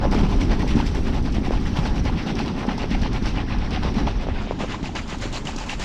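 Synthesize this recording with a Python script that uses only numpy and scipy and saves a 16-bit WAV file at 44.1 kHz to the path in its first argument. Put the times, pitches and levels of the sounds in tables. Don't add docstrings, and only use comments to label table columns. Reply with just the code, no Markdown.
import sys
import numpy as np
from scipy import signal
from scipy.fft import rfft, irfft, next_fast_len
from scipy.io import wavfile
from scipy.ndimage import uniform_filter1d, map_coordinates

SR = 44100
rng = np.random.default_rng(int(sys.argv[2]) if len(sys.argv) > 2 else 0)


def wav_out(sig):
    wavfile.write(sys.argv[1], SR, np.round(np.clip(np.atleast_2d(sig).T, -1, 1) * 32767).astype(np.int16))


N = 257892

# time in seconds, buffeting level in dB, wall drone level in dB, hiss level in dB.
WIND = [(0.0, -21, -28, -43), (0.06, -20, -22.5, -40), (0.28, -19.5, -24, -40), (0.41, -20.5, -24, -41),
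        (0.9, -20, -26.5, -39.5), (1.3, -22, -26.5, -42), (1.78, -22, -29, -40.5), (2.08, -19, -27, -40),
        (2.29, -33, -26.5, -40), (2.39, -27, -26, -43), (2.75, -28, -28.5, -40.5),
        (3.08, -21.5, -27.5, -39.5), (3.65, -23.5, -31, -42), (3.97, -24, -26, -39),
        (4.17, -22.5, -30.5, -41.5), (4.42, -27, -31.5, -38), (4.56, -30, -30.5, -43.5),
        (4.8, -32.5, -32.5, -42), (5.11, -32.5, -35.5, -41.5), (5.26, -28, -33, -40.5),
        (5.47, -33.5, -34.5, -40.5), (5.85, -29.5, -35.5, -39.5)]
# frequency in Hz, relative density in dB per Hz.
BUFFET_SPECTRUM = [(9, -29), (15, 4), (30, 0), (42, 2), (60, -2), (85, -4.5), (120, -9.5), (170, -31)]
# frequency in Hz, relative density in dB per Hz.
DRONE_SPECTRUM = [(47, -48), (80, -19), (130, -5), (215, -1), (295, -5), (346, -10.5), (405, -10.5),
                  (462, -18), (550, -23), (650, -31.5), (840, -23.5), (1430, -120)]
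# frequency in Hz, relative density in dB per Hz.
HISS_SPECTRUM = [(350, -34), (500, 3.5), (850, 4.5), (1300, 0), (3000, -7.5), (6000, -12), (9000, -21),
                 (10500, -28), (12000, -27), (14000, -31), (15000, -51)]
FLAP_DRONE_DB = 0.5

# contact in seconds, level in dB before the gain of its kind, settled pitch in Hz.
BOOMS = [(0.051, -13, 182), (0.148, -11, 264), (0.229, -7, 170), (0.234, -11, 162), (0.409, -13.5, 235),
         (0.504, -15.5, 141), (0.75, -4.5, 214), (0.764, -4, 230), (0.789, -10, 203), (0.836, -18, 173),
         (1.107, -15, 217), (1.379, -13, 207), (1.479, -15.5, 264), (1.524, -14, 242), (1.549, -17, 223),
         (1.784, -8.5, 151.5), (1.992, -13.5, 183), (2.04, -16, 273), (2.151, -18, 164), (2.23, -17.5, 201),
         (2.261, -10, 206), (2.678, -8, 229), (2.909, -11.5, 225), (3.019, -13.5, 198), (3.219, -14.5, 238),
         (3.652, -22, 153), (3.849, -14, 194), (3.964, -9, 200), (4.01, -13, 262), (4.604, -16, 226),
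         (4.826, -17.5, 238), (4.946, -22, 292), (5.252, -17.5, 290), (5.328, -22, 286), (5.44, -21, 257),
         (5.452, -22.5, 143), (5.558, -20.5, 263)]
# contact in seconds, level in dB before the gain of its kind, settled pitch in Hz.
SLAPS = [(0.012, -15, 600), (0.051, -10, 515), (0.124, -18, 500), (0.15, -16.5, 480), (0.203, -23, 650),
         (0.354, -22, 412), (0.423, -17, 385), (0.524, -17, 415), (0.643, -16.5, 375), (0.987, -19, 404),
         (1.069, -17, 356), (1.231, -30, 352), (1.379, -17.5, 380), (1.506, -8.5, 417), (1.674, -20, 353),
         (1.851, -18, 600), (2.058, -14, 600), (2.262, -21, 400), (2.65, -15.5, 431), (2.663, -20, 360),
         (2.839, -12.5, 408), (3.146, -20, 380), (3.369, -19, 443), (3.721, -21, 361), (3.832, -23, 490),
         (3.848, -13, 477), (3.875, -20, 520), (4.072, -19, 600), (4.267, -13.5, 536), (4.285, -13, 560),
         (4.471, -19, 520), (4.508, -8.5, 514), (4.604, -15, 700), (4.622, -17, 600), (4.635, -12, 450),
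         (4.643, -16, 500), (5.124, -22, 406), (5.795, -19, 342)]
# contact in seconds, level in dB before the gain of its kind, settled pitch in Hz.
RATTLES = [(0.243, -22, 900), (0.322, -20, 990), (0.433, -24, 700), (0.53, -15.5, 844), (0.605, -21, 750),
           (0.629, -11.5, 850), (0.664, -20, 861), (0.776, -17, 875), (0.799, -10, 900), (1.081, -24, 958),
           (1.129, -26, 778), (1.282, -23, 711), (1.363, -21, 711), (1.468, -15, 775), (1.553, -22, 689),
           (1.787, -16, 960), (1.856, -17, 800), (1.889, -19, 860), (2.094, -20, 870), (2.299, -17, 850),
           (2.399, -10, 810), (2.614, -20, 970), (2.628, -21, 845), (2.687, -17, 854), (2.779, -16, 855),
           (2.947, -15.5, 780), (3.058, -14, 1020), (3.545, -19, 824), (3.769, -18, 770), (4.074, -12, 900),
           (4.519, -18, 960), (4.742, -15, 1030), (4.839, -19, 870), (4.89, -19.5, 796), (4.953, -19, 760),
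           (5.144, -17, 855), (5.488, -17, 826), (5.61, -23, 920), (5.728, -18.5, 820)]
# contact in seconds, level in dB before the gain of its kind, settled pitch in Hz.
POPS = [(0.02, -34, 1550), (0.122, -44, 12000), (0.193, -33, 2756), (0.199, -32, 1330), (0.41, -31, 5700),
        (0.415, -23.5, 2200), (0.433, -30, 5600), (0.525, -32, 1710), (0.604, -27, 1880), (0.77, -28, 1380),
        (0.795, -32, 2410), (0.865, -32, 2240), (1.66, -28, 1880), (1.769, -29, 3080), (1.853, -25, 1540),
        (1.979, -28, 2756), (2.183, -35, 2620), (2.389, -26, 2583), (2.479, -32, 2928), (2.6, -44, 8200),
        (2.62, -45, 8200), (2.691, -25, 1894), (2.915, -31, 2420), (3.032, -30, 1690), (3.17, -35, 2380),
        (3.524, -28, 2550), (3.619, -33, 2067), (4.07, -32, 3260), (4.36, -34, 2756), (4.608, -32, 1920),
        (4.719, -25, 2760), (4.856, -24.5, 2600), (4.957, -24, 1840), (5.105, -37, 9600),
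        (5.124, -28, 2583), (5.131, -34, 1390), (5.354, -22, 2650), (5.47, -20, 2928), (5.489, -34, 2067),
        (5.586, -24, 5800), (5.613, -33, 1230), (5.694, -21, 2720), (5.819, -30, 1894), (5.837, -31, 2411)]
BOOM_CYCLES, SLAP_CYCLES, RATTLE_CYCLES, POP_CYCLES = 2.84, 1.51, 8, 12
SLACK_CYCLES = 0.11
RAGGED_DB = 1.3

# start in seconds, level in dB, treble in dB over that level, first tick in dB over that level.
CRACKS = [(0.1111, -25.5, -24, -13), (0.1874, -24.5, -29, -19), (0.3112, -26.5, -36, -16),
          (0.3614, -35, -22, -13), (0.4004, -34, -25, -11), (0.409, -24, -30, -12),
          (0.5122, -26.5, -32, -15), (0.5926, -29, -28, -11), (0.6779, -25, -25, -14),
          (0.7572, -27, -28, -13), (0.8659, -24.5, -32, -14.5), (0.9487, -26.5, -25, -13),
          (1.0324, -35, -26, -13), (1.1423, -28, -30, -15), (1.2256, -34.5, -26, -10),
          (1.2516, -31, -31, -14), (1.3214, -29, -31, -11), (1.3443, -26, -31, -13),
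          (1.4476, -31.5, -31, -12.5), (1.506, -32, -31, -13), (1.5993, -34, -27, -12),
          (1.6686, -29, -30, -14), (1.7644, -24, -32, -15), (1.8502, -26.5, -30, -13),
          (1.9584, -30.5, -26, -13), (2.0403, -31, -27, -11), (2.0527, -27.5, -29, -12),
          (2.1796, -26, -38, -20), (2.263, -25.5, -32, -15), (2.3531, -29, -29, -10),
          (2.391, -23, -41, -14), (2.4593, -28, -32, -15), (2.4803, -27, -40, -16), (2.5626, -39, -26, -11),
          (2.575, -35, -28, -13), (2.59, -29, -27, -16), (2.6668, -32.5, -29, -12),
          (2.7786, -29.5, -27, -6), (2.9054, -26, -33, -13), (3.017, -25.5, -36, -9),
          (3.1308, -28, -28, -11), (3.2256, -31, -35, -12), (3.2434, -29, -34, -18),
          (3.2574, -29, -27, -11), (3.271, -21.5, -40, -20), (3.4634, -38, -36, -18),
          (3.4974, -33, -36, -14), (3.5844, -34.5, -32, -11), (3.7075, -28.5, -34, -12),
          (3.7289, -27, -39, -17), (3.8327, -27, -35, -11), (3.9414, -31, -30, -13),
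          (4.0706, -25, -40, -21), (4.2063, -31.5, -34, -16), (4.5082, -32, -39, -19),
          (4.589, -25.5, -32, -20), (4.6069, -24, -33, -19), (4.7017, -26, -34, -16),
          (4.7205, -26.5, -37, -13), (4.8274, -30, -34, -15), (4.8504, -26, -35, -13),
          (4.9536, -26, -26, -17), (5.0784, -31, -28, -11), (5.1003, -27, -26, -16),
          (5.184, -33, -25, -8.5), (5.2121, -25, -29, -13), (5.3268, -23.5, -28, -14.5),
          (5.4515, -27, -31, -13), (5.472, -21, -37, -18), (5.5625, -27.5, -26, -8), (5.663, -29, -25, -12),
          (5.6955, -23, -31, -18), (5.7962, -22.5, -31, -13.5)]
# frequency in Hz, relative density in dB per Hz.
CRACK_SPECTRUM = [(1500, -25), (2600, 6), (4100, 0), (6100, -2), (8100, -8.5), (9500, -18)]
# frequency in Hz, relative density in dB per Hz.
FRONT_SPECTRUM = [(3000, -9), (4200, -0.5), (5500, 0), (7200, -3), (9000, -10.5), (13000, -22)]
CRACK_RISE_S, CRACK_T60_S, CRACK_DB = 0.0047, 0.34, -15.5
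TREBLE_T60_S, CRACK_TREBLE_DB = 0.61, 3
TICK_T60_S, TICK_DB, TREBLE_TICK_DB = 0.0088, -9, 0
FRONT_T60_S, FRONT_DB = 0.041, 1.5

# start in seconds, rustle level in dB, rise in seconds, hold in seconds,
# then body, crispness and sizzle, each in dB over the rustle.
FLAPS = [(0.009, -41.5, 0.031, 0.013, 13.5, -9, -22.0), (0.106, -36.5, 0.015, 0.046, 4, -9, -18),
         (0.174, -37.5, 0.002, 0.032, 5.5, -13, -15), (0.228, -39, 0.0095, 0.017, 7, -17, -20),
         (0.27, -39.5, 0.031, 0.045, 2.5, -11, -14), (0.394, -34.5, 0.021, 0.001, 1.5, -8, -20.5),
         (0.485, -36, 0.028, 0.02, 5, -9.5, -18.5), (0.577, -38.5, 0.021, 0.026, 1, -14, -16),
         (0.661, -35.5, 0.036, 0.03, -5, -10, -17.5), (0.747, -36, 0.039, 0.023, 1, -11.5, -17),
         (0.846, -37, 0.019, 0.003, -6, -7, -10), (0.937, -37.5, 0.016, 0.004, 2, -10.5, -12.0),
         (1.029, -39, 0.047, 0.008, 2.5, -13, -11), (1.126, -41.5, 0.0063, 0.053, 5, -13, -13.0),
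         (1.233, -38.5, 0.026, 0.006, 4.5, -12.0, -15), (1.34, -38, 0.0035, 0.025, -1, -12, -17.5),
         (1.431, -36.5, 0.026, 0.007, 1, -16, -12.5), (1.51, -40.5, 0.011, 0.06, 4, -9, -13.0),
         (1.6, -49, 0.0099, 0.041, -5, -12, -5), (1.651, -38.5, 0.0048, 0.03, -1, -14.0, -14.5),
         (1.749, -34.5, 0.022, 0.001, 4, -12, -10), (1.819, -37.5, 0.049, 0.001, 4.5, -5, -11),
         (1.925, -41.5, 0.035, 0.041, 3, -7, -10), (2.043, -38, 0.012, 0.042, 3.5, -14, -20),
         (2.146, -34.5, 0.041, 0.007, -2.5, -21, -20), (2.257, -35.5, 0.017, 0.035, 2, -11, -18.0),
         (2.343, -34, 0.05, 0.0038, 1, -11, -18.5), (2.442, -38.5, 0.037, 0.017, 5.5, -11, -18.5),
         (2.553, -40.5, 0.03, 0.059, 5, -18, -18), (2.669, -35.5, 0.025, 0.026, 4, -15.0, -19),
         (2.764, -36.5, 0.044, 0.027, 3, -6.5, -17.5), (2.893, -37.0, 0.03, 0.031, -5, -9, -17.5),
         (3.002, -36, 0.026, 0.044, -1.5, -11, -25), (3.109, -37.5, 0.037, 0.028, 1, -13, -16),
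         (3.237, -33, 0.029, 0.003, -2, -11, -17.5), (3.33, -37, 0.042, 0.042, 3, -13, -19.5),
         (3.47, -34.5, 0.056, 0.0088, 0.5, -21, -34), (3.577, -39, 0.041, 0.045, 0.5, -18, -34.0),
         (3.696, -33.5, 0.051, 0.018, 0, -21, -28), (3.82, -37, 0.011, 0.061, 2.5, -17, -32),
         (3.934, -33.5, 0.058, 0.001, 2, -10.5, -17), (4.068, -30.5, 0.0026, 0.001, 2, -25, -30),
         (4.176, -42, 0.032, 0.03, -2, -11, -32.5), (4.263, -46, 0.009, 0.053, 1, -11, -35.0),
         (4.327, -38, 0.037, 0.001, -8, -23, -37.5), (4.451, -42.5, 0.026, 0.044, -9, -18, -40.0),
         (4.58, -33.5, 0.037, 0.0027, 4, -11.5, -18.5), (4.674, -38.5, 0.025, 0.06, 0.5, -11.5, -23.5),
         (4.824, -39, 0.0092, 0.047, -5, -8, -29.0), (4.949, -34, 0.005, 0.042, -3.5, -9, -19),
         (5.064, -37, 0.054, 0.014, -3, -8, -24.0), (5.195, -33, 0.04, 0.0045, -1.5, -6, -12),
         (5.312, -36.5, 0.034, 0.035, 0, -3, -10), (5.439, -36.5, 0.037, 0.012, -2, -4.5, -11),
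         (5.57, -40, 0.013, 0.059, -0.5, -4.5, -10), (5.683, -33.5, 0.012, 0.041, -6, -7, -14),
         (5.787, -33, 0.034, 0.053, -5, -7, -13)]
# centre in Hz, width in Hz, gain in dB.
BODY_MODES = [(546, 103, -1), (740, 82, 2.5), (862, 37.5, 5.5), (1017, 48, 3.5), (1225, 430, -6.5)]
# frequency in Hz, relative density in dB per Hz.
RUSTLE_SPECTRUM = [(900, -6), (1300, -1.5), (2000, 1.5), (2800, 0), (4000, -7.5), (5600, -15.5),
                   (7500, -25), (9500, -34)]
# frequency in Hz, relative density in dB per Hz.
CRISP_SPECTRUM = [(2800, -3), (3800, -0.5), (5500, -1.5), (7200, -5), (9000, -25)]
# frequency in Hz, relative density in dB per Hz.
SIZZLE_SPECTRUM = [(5500, 1), (7000, 11), (8500, 7.5), (10500, -3.5), (12200, -1.5), (14100, -11),
                   (15000, -41)]
RELAX_S, RELAX_LOST = 0.24, 23
BODY_TOP_HZ = 5000
CRACKLE_DB = -8.5

# time in seconds, edge in Hz, drop above the edge in dB,
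# level above the knee in dB, level of the top band in dB.
EDGE = [(0, 5810, 11.5, 3, 1.5), (3.4, 5770, 13.5, 2.5, 0.8), (3.6, 5630, 14, 4, 0.3),
        (4.15, 5800, 14, 3.5, 0.3), (4.3, 6000, 3, -10, -1.5), (4.45, 7500, 6, -8, -2.5),
        (4.6, 7240, 6.5, -3.5, -4), (5.85, 7540, 7, -0.5, -5)]
KNEE_HZ, FALL_DB_PER_OCTAVE = 3900, 60
LIP_DB, LIP_OCTAVES = 0.5, 0.1
AIR_HZ, AIR_OCTAVES = 10200, 0.15
ROLL_HZ, TOP_HZ = 14500, 15025


def amp(db):
    return 10 ** (np.asarray(db) / 20)


def unit(x):
    return x / np.sqrt(np.mean(x ** 2) + 1e-20)


def wobble(rate):
    knots = rng.standard_normal(int(N * rate / SR) + 4)
    return map_coordinates(knots, [np.arange(N) * rate / SR])


def curves(rows, s):
    times, *columns = np.transpose(rows)
    return [np.interp(s, times, column) for column in columns]


def filtered(x, response):
    size = next_fast_len(N + SR // 2)
    return irfft(rfft(x, size) * response(np.fft.rfftfreq(size, 1 / SR)), size)[:N]


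def colour(points):
    f, db = np.transpose(points)
    return lambda hz: amp(np.interp(np.log(hz + 1), np.log(f), db, -120, -120))


def modes(rows):
    def response(f):
        total = 0
        for k, (centre, width, db) in enumerate(rows):
            resonance = 1j * f * width / (centre ** 2 - f ** 2 + 1j * f * width)
            total = total + (-1) ** k * amp(db) * resonance
        return total
    return response


def patchy(response, patchy_db):
    noise = signal.stft(rng.standard_normal(N), nperseg=256)[2]
    field = uniform_filter1d(rng.standard_normal(noise.shape), size=4, axis=0)
    field = uniform_filter1d(field, size=8, axis=1)
    uneven = signal.istft(noise * amp(patchy_db * unit(field)), nperseg=256)[1][:N]
    return unit(filtered(uneven, response))


def wind():
    buffet_db, drone_db, hiss_db = curves(WIND, np.arange(N) / SR)
    low = amp(buffet_db) * patchy(colour(BUFFET_SPECTRUM), patchy_db=0.16)
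    beat_db = FLAP_DRONE_DB * (unit(strokes()[0]) - 1)
    walls = amp(drone_db + beat_db) * unit(amp(1.1 * wobble(25)))
    walls = walls * patchy(colour(DRONE_SPECTRUM), patchy_db=0.0)
    hiss = amp(hiss_db + 1.8 * wobble(30)) * patchy(colour(HISS_SPECTRUM), patchy_db=2.5)
    return low + walls + hiss


def knocks(rows, cycles, attack, gain_db, lead, slack):
    out = np.zeros(N + SR)
    for s, db, hz in rows:
        u = np.arange(SR // 10) * hz / SR
        envelope = amp(db + gain_db - 26 * u / cycles) * (1 - np.exp(-u / attack))
        phase = u + slack * (1 - np.exp(-u / SLACK_CYCLES))
        start = round((s + lead) * SR)
        out[start:][:len(u)] -= envelope * np.sin(2 * np.pi * phase)
    return out[:N] * amp(RAGGED_DB * wobble(220))


def struck_skins():
    skins = knocks(BOOMS, BOOM_CYCLES, attack=0.35, gain_db=4.0, lead=0.00304, slack=0.034)
    skins += knocks(SLAPS, SLAP_CYCLES, attack=0.19, gain_db=5.0, lead=0.00211, slack=0.088)
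    skins += knocks(RATTLES, RATTLE_CYCLES, attack=1.0, gain_db=-1.0, lead=0.00155, slack=0.017)
    return skins + knocks(POPS, POP_CYCLES, attack=2.9, gain_db=7, lead=0.00121, slack=0.01)


def cracks():
    power, t = np.zeros((3, N + SR)), np.arange(SR // 3) / SR

    def decay(t60):
        return amp(-60 * t / t60) ** 2

    tick = decay(TICK_T60_S)
    bright_shape = (1 - np.exp(-t / CRACK_RISE_S)) * decay(CRACK_T60_S) + amp(TICK_DB) ** 2 * tick
    treble_shape = decay(TREBLE_T60_S) + amp(TREBLE_TICK_DB) ** 2 * tick
    shapes = np.array([bright_shape, treble_shape, decay(FRONT_T60_S)])
    for s, db, treble_db, front_db in CRACKS:
        band_db = db + np.array([CRACK_DB, treble_db + CRACK_TREBLE_DB, front_db + FRONT_DB])
        power[:, round(s * SR):][:, :len(t)] += amp(band_db)[:, None] ** 2 * shapes
    bright, treble, front = np.sqrt(power[:, :N])
    burst = bright * patchy(colour(CRACK_SPECTRUM), patchy_db=2.0)
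    burst += front * patchy(colour(FRONT_SPECTRUM), patchy_db=0.9)
    return burst + treble * patchy(colour(SIZZLE_SPECTRUM), patchy_db=1.1)


def creases(rate, life, spread_db):
    starts = (rng.random(N) < rate / SR) * amp(spread_db * rng.standard_normal(N))
    fade = np.exp(-np.arange(SR // 20) / SR / life)
    return unit(3.7 + signal.fftconvolve(starts, fade)[:N])


def crackle(rate, spread_db):
    clicks = (rng.random(N) < rate / SR) * amp(spread_db * rng.standard_normal(N))
    return unit(filtered(clicks * rng.standard_normal(N), colour(CRACK_SPECTRUM)))


def strokes():
    power, t = np.zeros((4, N + SR)), np.arange(SR // 2) / SR
    for s, db, rise, hold, *over_db in FLAPS:
        t60 = RELAX_S * np.exp(-RELAX_LOST * hold)
        tighten = np.clip(t / max(rise, .001), 0, 1)
        relax = amp(-60 * np.clip(t - rise - hold, 0, None) / t60)
        levels = amp(db + np.array([0, *over_db]))[:, None]
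        power[:, round(s * SR):][:, :len(t)] += (levels * tighten * relax) ** 2
    return np.sqrt(power[:, :N])


def flaps():
    rustle, body, crisp, sizzle = strokes()

    def body_response(f):
        return modes(BODY_MODES)(f) / (1 + (f / BODY_TOP_HZ) ** 2)

    cloth = rustle * patchy(colour(RUSTLE_SPECTRUM), patchy_db=2.0)
    cloth += crisp * patchy(colour(CRISP_SPECTRUM), patchy_db=3.5)
    cloth += body * amp(0.79 * wobble(60)) * patchy(body_response, patchy_db=2.0)
    cloth += amp(CRACKLE_DB) * crisp * crackle(rate=370, spread_db=5)
    return cloth + sizzle * amp(0.89 * wobble(7.9)) * patchy(colour(SIZZLE_SPECTRUM), patchy_db=3.5)


def scene():
    crinkle = creases(rate=300, life=0.0017, spread_db=3.0) * unit(amp(0.94 * wobble(700)))
    return (wind() + struck_skins() + crinkle * (cracks() + flaps()))[None]


def record(dry):
    hz, t, z = signal.stft(dry[0], SR, nperseg=512)
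    edge_hz, drop_db, treble_db, air_db = curves(EDGE, t)
    hz = hz[:, None] + 1
    above_edge = np.log2(hz / edge_hz)
    gain_db = treble_db * np.clip(np.log2(hz / KNEE_HZ), 0, 1)
    gain_db -= np.clip(FALL_DB_PER_OCTAVE * above_edge, 0, drop_db)
    gain_db += LIP_DB * np.exp(-(above_edge / LIP_OCTAVES + .5) ** 2)
    gain_db += air_db * np.clip(np.log2(hz / AIR_HZ) / AIR_OCTAVES, 0, 1)
    dull = signal.istft(z * amp(gain_db), SR, nperseg=512)[1][:N]
    return filtered(dull, lambda f: (f < TOP_HZ) / (1 + (f / ROLL_HZ) ** 20))[None]


dry = scene()
out = record(dry)
wav_out(out)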